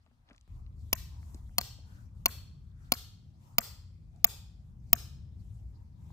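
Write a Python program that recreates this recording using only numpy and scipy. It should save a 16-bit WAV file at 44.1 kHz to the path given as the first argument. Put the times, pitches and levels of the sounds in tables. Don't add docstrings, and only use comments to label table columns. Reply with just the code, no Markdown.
import sys
import numpy as np
from scipy import signal
from scipy.fft import irfft
from scipy.io import wavfile

SR = 44100
rng = np.random.default_rng(int(sys.argv[2]) if len(sys.argv) > 2 else 0)


def persist_wave(psi):
    counts = np.round(np.clip(psi, -1, 1) * 32767).astype(np.int16)
    wavfile.write(sys.argv[1], SR, np.atleast_2d(counts).T)


def volts(x):
    e = np.asarray(x, float) / 20
    return 10 ** e


N = 269892
CUT_S = .478

# f/Hz, level/dB, t60/s
STEEL = [(4385, -5, .06), (5000, -5, 0.045), (12970, -2.5, .025), (2400, -8, .016), (2920, -8, 0.016),
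         (3626, -10, 0.014), (6000, -10, 0.014), (6750, -7, .014), (7320, -8, 0.012), (8200, -8, 0.010),
         (9300, -10, .008), (10170, -9, .008), (11320, -9, .008), (13600, -8, .012), (14300, -10, .010),
         (15400, -13, .010)]


def rms_one(x):
    return x / np.sqrt(np.mean(x ** 2) + 1e-20)


def at_hz(points, hz, column=1):
    table = np.array(points)
    table_hz = np.maximum(table[:, 0], 1)
    return np.interp(np.log(np.maximum(hz, 1)), np.log(table_hz), table[:, column])


def band(x, low_hz, high_hz):
    edges_hz = [low_hz, min(high_hz, .45 * SR)]
    return signal.sosfilt(signal.butter(2, edges_hz, "band", fs=SR, output="sos"), x)


def fall(t, t60):
    return (t >= 0) * volts(-60 * np.maximum(t, 0) / t60)


def ring(clicks, hz, t60):
    r, w = volts(-60 / (t60 * SR)), 2 * np.pi * hz / SR
    return signal.lfilter([0, np.sin(w)], [1, -2 * r * np.cos(w), r * r], clicks)


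def drift(rate):
    r = np.exp(-80 * np.pi * rate / SR)
    slow = signal.lfilter([1], [1, -2 * r, r * r], rng.standard_normal(N // 40 + 2002))[2000:]
    return np.interp(np.arange(N) / 40, np.arange(len(slow)), rms_one(slow))


def banded_noise(spectrum, patchy_db, rate):
    # f/Hz, correlation
    likeness = [(60, 1), (180, 0.77), (550, 0.28), (1650, -0.54), (4970, 0.25), (15000, 0.1)]
    out, white = 0, rng.standard_normal((2, 2, N + 4000))
    edges = 20 * 2 ** np.arange(0, 9.8, 1 / 3)
    for k, (low, high) in enumerate(zip(edges, edges[1:])):
        hz = np.sqrt(low * high)
        if spectrum[0][0] <= hz <= spectrum[-1][0]:
            mid, side = band(white[k % 2], low, high)[:, 4000:]
            alike = np.clip(at_hz(likeness, hz), -1, 1)
            gain = volts(at_hz(spectrum, hz) + patchy_db * drift(rate))
            out = out + gain * (np.sqrt(1 + alike) * mid + np.sqrt(1 - alike) * side * [[1], [-1]])
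    return rms_one(out)


def far_traffic(t, early):
    # f/Hz, level/dB per Hz
    rumble_spectrum = [(12, -43), (20, -12.5), (48, 0), (75, 1.5), (97, -2), (127, -7.5), (157, -13),
                       (197, -18), (312, -49), (500, -46.5), (650, -72.5), (1100, -120)]
    # t/s, level/dB, nearness as extra growl/dB
    traffic = [(0.48, -49.5, -6), (0.56, -40, -9), (0.67, -47, -2), (0.84, -45, -0.5), (1.09, -44.5, -4.1),
               (1.97, -50.5, -1), (2.27, -52.5, 6.7), (2.99, -50.5, -1.2), (3.12, -56, 6),
               (3.35, -66.5, 16.8), (3.57, -53.5, 2.6), (4.69, -51.5, 2.6), (4.91, -50, 5.2),
               (5.74, -48, -0.3), (5.88, -52.5, 1.6), (6.12, -48.5, 2.8)]
    early_db, growl_hz = -64.5, 92
    s, traffic_db, growl_db = np.transpose(traffic)
    rumble = banded_noise(rumble_spectrum, patchy_db=1.5, rate=4.1)
    deep = signal.sosfiltfilt(signal.butter(2, growl_hz, fs=SR, output="sos"), rumble)
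    growl = volts(np.interp(t, s, growl_db)) * (rumble - deep)
    return volts(np.where(early, early_db, np.interp(t, s, traffic_db))) * (deep + growl)


def air_leaves_and_cloth(t, early):
    # f/Hz, level/dB per Hz
    air_spectrum = [(150, -24.5), (250, -10), (397, -29), (794, -18), (1150, -22.5), (1310, -26),
                    (2500, -35), (3250, -61), (5500, -120)]
    leaves_spectrum = [(1180, -33.5), (2000, 4.5), (2190, -4), (2980, -3), (4510, 0), (7000, -11),
                       (9100, -30), (15400, -120)]
    rustle_spectrum = [(4000, -29), (6000, -3), (7200, -2.5), (8300, 0.2), (9300, -9), (10500, -10),
                       (12200, -6), (14000, -8.5), (15800, -9.5), (16500, -30)]
    # middle t/s, half length/s, rustle level/dB, dull swish level/dB
    moves = [(0.32, 0.052, -100, -74.5), (0.553, 0.069, -86, -76.5), (.86, 0.083, -82, -85.5),
             (1.144, 0.041, -85, -73), (1.287, 0.098, -76, -72.5), (1.439, 0.16, -81.5, -81.5),
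             (1.957, 0.1, -78.5, -70.5), (2.2, 0.052, -85.5, -86.5), (2.86, 0.075, -83.5, -74),
             (3.482, 0.078, -79, -76.5), (4.194, 0.064, -93, -80.5), (4.682, 0.036, -95.5, -88),
             (4.889, 0.056, -88.5, -89), (5.504, 0.12, -84, -83.5), (5.736, 0.13, -94, -89.5),
             (6.12, 0.13, -82.5, -77.5)]
    early_air_db, early_leaves_db = -81, -85.5
    air_db, leaves_db, rustle_db = -79.5, -86.5, -93
    leaves_of_rustle_db, leaves_of_swish_db = -13.5, -16
    humps = np.array([np.exp(-((t - middle) / half) ** 4) for middle, half, *_ in moves])
    cloth, swish = volts(np.transpose(moves)[2:]) @ humps
    air_level = volts(np.where(early, early_air_db, air_db)) + swish
    air = air_level * banded_noise(air_spectrum, patchy_db=3.7, rate=2.8)
    stir = volts(np.where(early, early_leaves_db, leaves_db))
    stir = stir + volts(leaves_of_rustle_db) * cloth + volts(leaves_of_swish_db) * swish
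    leaves = stir * banded_noise(leaves_spectrum, patchy_db=4.04, rate=15.0)
    rustle_level = volts(rustle_db) * ~early + cloth
    rustle = rustle_level * banded_noise(rustle_spectrum, patchy_db=-1.24, rate=12.0)
    return air + leaves + rustle


def background():
    t = np.arange(N) / SR
    early = t < CUT_S
    field = far_traffic(t, early) + air_leaves_and_cloth(t, early)
    hiss = volts(-89.5) * band(rng.standard_normal((2, N)), 600, 13000)
    balance_db = 2.5
    return (field + hiss) * volts([[balance_db / 2], [-balance_db / 2]])


def ticks():
    # t/s, peak level/dB, centre f/Hz, knock level/dB
    cord_ticks = [(0.063, -60.5, 3200, -4), (.074, -72, 2200, -4), (0.112, -75, 2200, 5.5),
                  (0.299, -58.5, 6100, -2), (0.331, -55, 5400, -16), (0.347, -58, 2500, -25),
                  (0.362, -56, 5430, -19), (.376, -74, 7500, -23), (0.38, -50, 4370, -38),
                  (.411, -54.5, 5640, -40), (0.664, -55.5, 3040, -33), (1.229, -52.5, 1600, -26),
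                  (4.161, -62, 5700, -19)]
    # t/s, peak level/dB, centre f/Hz, knock level/dB
    scuffs = [
        (0.279, -66, 2500, -20),
        (0.288, -53.5, 3300, -28),
        (0.308, -50, 2250, -21),
    ]
    # t/s, peak level/dB, centre f/Hz, knock level/dB, knock f/Hz
    thumps = [
        (0.312, -65.5, 1220, 9.5, 262),
        (1.345, -46, 6670, -1.5, 316),
        (1.493, -60.5, 1290, -25, 600),
        (1.786, -64, 930, 4, 500),
        (6.103, -52.5, 874, -17, 500),
    ]
    knock_of_small_hz = 1010
    tick_t60_s, scuff_t60_s, thump_t60_s = 0.0077, 0.036, 0.016
    out, t = np.zeros((2, N + 3000)), np.arange(3000) / SR
    rows = [(*row, knock_of_small_hz, tick_t60_s) for row in cord_ticks]
    rows += [(*row, knock_of_small_hz, scuff_t60_s) for row in scuffs]
    rows += [(*row, thump_t60_s) for row in thumps]
    for s, peak_db, hz, knock_db, knock_hz, t60 in rows:
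        burst = rng.standard_normal((2, len(t))) * fall(t, np.clip([[t60], [.045]], .002, .06))
        snap = band(band(burst[0], hz * .5, hz * 1.4), hz * .45, hz * 1.6)
        knock = band(burst[1], knock_hz * 0.38, knock_hz * 1.2)
        tick = snap / np.abs(snap).max() + volts(knock_db + 4.5) * knock / np.abs(knock).max()
        at = round(s * SR)
        out[0, at:at + len(t)] += volts(peak_db) * tick
        out[1, at + 6:at + len(t)] += volts(peak_db - 3) * tick[:-6]
    return out[:, :N]


def chatter(t, chatter_ms):
    bounce_s, bounce_db = .0022, -5
    lasting = np.exp(-(t * 1000 / chatter_ms) ** 2)
    lasting = lasting + volts(bounce_db) * np.roll(lasting, round(bounce_s * SR))
    contacts = rng.standard_normal(len(t)) * volts(3.5 * rng.standard_normal(len(t))) * lasting
    return contacts / np.sqrt(np.sum(contacts ** 2))


def steel_modes(part_db, sunk):
    steel_part = ["shank", "hook", "head", "bend", "bend", "bend", "face", "face", "face", "face", "rim",
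                  "rim", "rim", "head", "head", "tip"]
    hook_rise_per_blow = .004
    return [(hz * (1 + hook_rise_per_blow * sunk * (part == "hook")), db + part_db[part], t60)
            for (hz, db, t60), part in zip(STEEL, steel_part)]


def steel_at_microphone(t, contacts, modes):
    grip_s = .0095
    t60_share = 0.48
    steel = 0
    for hz, db, t60 in modes:
        drive = max(.4, abs(contacts @ np.exp(2j * np.pi * hz * t)))
        steel = steel + volts(db) / drive * ring(contacts, hz, t60 * t60_share)
    return np.exp(-(t / grip_s) ** 4) * steel


def steel_towards_trees(t, click, modes):
    free_ring_s = .016
    tones = sum((-1) ** k * volts(db) * ring(click, hz, t60) for k, (hz, db, t60) in enumerate(modes[:3]))
    return np.exp(-(t / free_ring_s) ** 2) * tones


def thud(t, part_db):
    # f/Hz, level/dB, t60/s
    soil = [(221, -10.5, 0.054), (281, -22.5, 0.017), (572, -19, 0.05), (700, -3.5, 0.041)]
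    handle = [(913, -4, .022), (1110, -6.5, 0.046), (1436.4, -15.5, 0.041), (2075, -14, 0.02)]
    push = np.exp(-((t - .0005) / 0.000084) ** 2) / 10.9
    detune = 1 + .04 * rng.standard_normal(len(soil + handle))
    strength_db = [part_db["soil"]] * len(soil) + [part_db["handle"]] * len(handle)
    return sum(volts(db + own_db) * ring(push, hz * k, t60)
               for (hz, db, t60), k, own_db in zip(soil + handle, detune, strength_db))


def blows():
    # t/s, strength/dB, chatter/ms, squareness on the peg/dB, head ring/dB
    hammer_blows = [
        (0.9293, -15, 2.4, -13, 3.5),
        (1.583, -13, 1.4, 2.5, -6.5),
        (2.2582, -13.5, 2.5, 3, 4.5),
        (2.92, -13.5, 1.6, 1.5, -2.5),
        (3.5834, -10.5, 1.5, -8.5, -2.3),
        (4.2441, -11.5, 2.2, -7.5, 1),
        (4.9301, -12.5, 2.1, -6, -5),
    ]
    part_law = {"shank": (0.1, 1.7, .01, .01), "hook": (-3.3, -0.32, -0.27, .3),
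                "bend": (2.9, 0.057, 0.77, 2.12), "face": (0.19, 0.21, 0.24, 0.067),
                "rim": (-3.5, 0.8, -0.14, 2.3), "head": (-.3, -0.1, 0.5, 0.1), "tip": (-7, -0.05, 0, 7.5),
                "soil": (-4, 0.2, -0.24, 0.47), "handle": (3, 0.48, 0.4, -0.7)}
    crack_db, crack_low_hz = 21.5, 1200
    colour = .55
    out, t = np.zeros((3, N)), np.arange(6000) / SR
    click = 1. * (t == 0)
    for sunk, (s, peak_db, chatter_ms, square_db, head_db) in enumerate(hammer_blows):
        contacts = chatter(t, chatter_ms)
        part_db = {part: np.dot(law, [1, square_db, head_db, sunk]) for part, law in part_law.items()}
        modes = steel_modes(part_db, sunk)
        steel = steel_at_microphone(t, contacts, modes)
        clean = steel_towards_trees(t, click, modes)
        heavy = thud(t, part_db)
        crack = volts(crack_db) * band(contacts, crack_low_hz, 12000)
        broad = volts(17.5) * (np.sqrt(1 - colour ** 2) * click + colour * contacts)
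        at = round(s * SR) - 4
        out[:, at:at + len(t)] += volts(peak_db - 3.5) * np.array([steel + heavy + crack, clean + heavy, broad])
    return out


def rebounds():
    # t/s, level/dB
    touches = [
        (1.6118, -38),
        (2.937, -43),
    ]
    out, t = np.zeros(N), np.arange(6000) / SR
    for s, db in touches:
        touch = rng.standard_normal(len(t)) * fall(t, .007) * np.minimum(t / .0006, 1)
        at = round(s * SR)
        out[at:at + len(t)] += volts(db) * sum(volts(level) * ring(touch, hz, t60 * 0.59) for hz, level, t60 in STEEL)
    return out


def ports(x):
    # f/Hz, level/dB
    blow_balance = [(60, 2.5), (300, 1.5), (900, 5.5), (2000, 6), (4500, 5), (5800, 1.5), (8500, 4),
                    (9700, .5), (16000, 0)]
    # f/Hz, phase/rad by which left leads
    blow_phase = [(0, 0), (1000, .9), (1700, 2.4), (2300, 2.1), (3100, 3.1), (4100, 3.5), (4500, 5.5),
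                  (5500, 4.6), (6300, 5.5), (7200, 8.4), (8000, 9.3), (16500, 7.2)]
    hz = np.fft.rfftfreq(512, 1 / SR)
    phase = np.interp(hz, *np.transpose(blow_phase))
    response = irfft(volts(-at_hz(blow_balance, hz)) * np.exp(-1j * phase))
    lead_in = 32
    shade = np.roll(response, lead_in)[:180] * signal.windows.tukey(180, .2)
    return np.array([x, signal.fftconvolve(x, shade)[lead_in:N + lead_in]])


def clearing(ringing, broad):
    # f/Hz, level/dB, t60/s
    trees = [(200, -45, 0.1), (500, -32, .46), (1010, -38.5, 0.7), (2050, -36, 0.52), (3200, -28.5, 0.6),
             (4750, -28, 0.57), (8700, -32, 0.4), (11340, -36.5, 0.15), (13000, -24.5, 0.34),
             (16000, -32, 0.17)]
    # level/dB, low f/Hz, high f/Hz, smear t60/s
    echoes = [
        (-33.5, 6000, 8100, .025),
        (-34, 12400, 14000, .045),
        (-32, 1500, 2600, .012),
        (-31, 1000, 2200, .020),
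    ]
    echo_delays = [.0240, .0240, .019, .031]
    trees_start_s, trees_swell_s = .024, .026
    near_db, near_t60_s, near_dull_hz = -2.5, 0.25, 1800
    alike_hz = 470
    wash_db, ring_db = 9, -4.5
    t, answer = np.arange(SR) / SR, 0
    swell = 1 - np.exp(-(np.maximum(t - trees_start_s, 0) / trees_swell_s) ** 2)
    shape_white = rng.standard_normal((2, 2, SR))
    for k, low in enumerate(150 * 2 ** np.arange(0, 6.9, 1 / 3)):
        hz = low * 2 ** (1 / 6)
        alike = 1 / (1 + (hz / alike_hz) ** 2)
        common, own = shape_white[k % 2, 0], shape_white[k % 2] * [[1], [-1]]
        white = np.sqrt(alike) * common + np.sqrt(1 - alike) * own
        white = white / np.std(white, axis=1, keepdims=True)
        far = swell * fall(t - trees_start_s, at_hz(trees, hz, column=2))
        near = volts(near_db) / (1 + (hz / near_dull_hz) ** 2) * fall(t - .004, near_t60_s)
        answer = answer + volts(at_hz(trees, hz) - 22.5) * (far + near) * band(white, low, low * np.cbrt(2))
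    for delay, (db, low_hz, high_hz, smear) in zip(echo_delays, echoes):
        burst = rng.standard_normal((2, SR)) * fall(t - delay, smear)
        answer = answer + volts(db - 11) * band(band(burst, low_hz, high_hz), low_hz, high_hz)
    wash = signal.oaconvolve(broad[None], answer[::-1], axes=1)[:, :N]
    rings = signal.oaconvolve(ringing[None], answer, axes=1)[:, :N]
    return volts(wash_db) * wash + volts(ring_db) * rings


def scene():
    direct, ringing, broad = blows()
    direct = direct + rebounds()
    direct = signal.lfilter(*signal.iirnotch(1714, 2.5, fs=SR), direct)
    around = clearing(ringing, broad) * volts([[.8], [-.8]]) + ticks() + background()
    top_cut = signal.cheby2(14, 50, 15780 + 250, fs=SR, output="sos")
    return ports(direct) + signal.sosfilt(top_cut, around)


def band_limit(x):
    return signal.sosfilt(signal.butter(12, 17140, fs=SR, output="sos"), x)


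def record(dry):
    gain_db, ceiling = 1.5, .62
    low_cut_hz, top_hz = 36, 15850
    x = ceiling * np.tanh(volts(gain_db) * dry / ceiling)
    x = signal.sosfilt(signal.butter(3, low_cut_hz, "high", fs=SR, output="sos"), x)
    x = signal.sosfilt(signal.butter(16, top_hz, fs=SR, output="sos"), x)
    return band_limit(x)


dry = scene()
out = record(dry)
persist_wave(out)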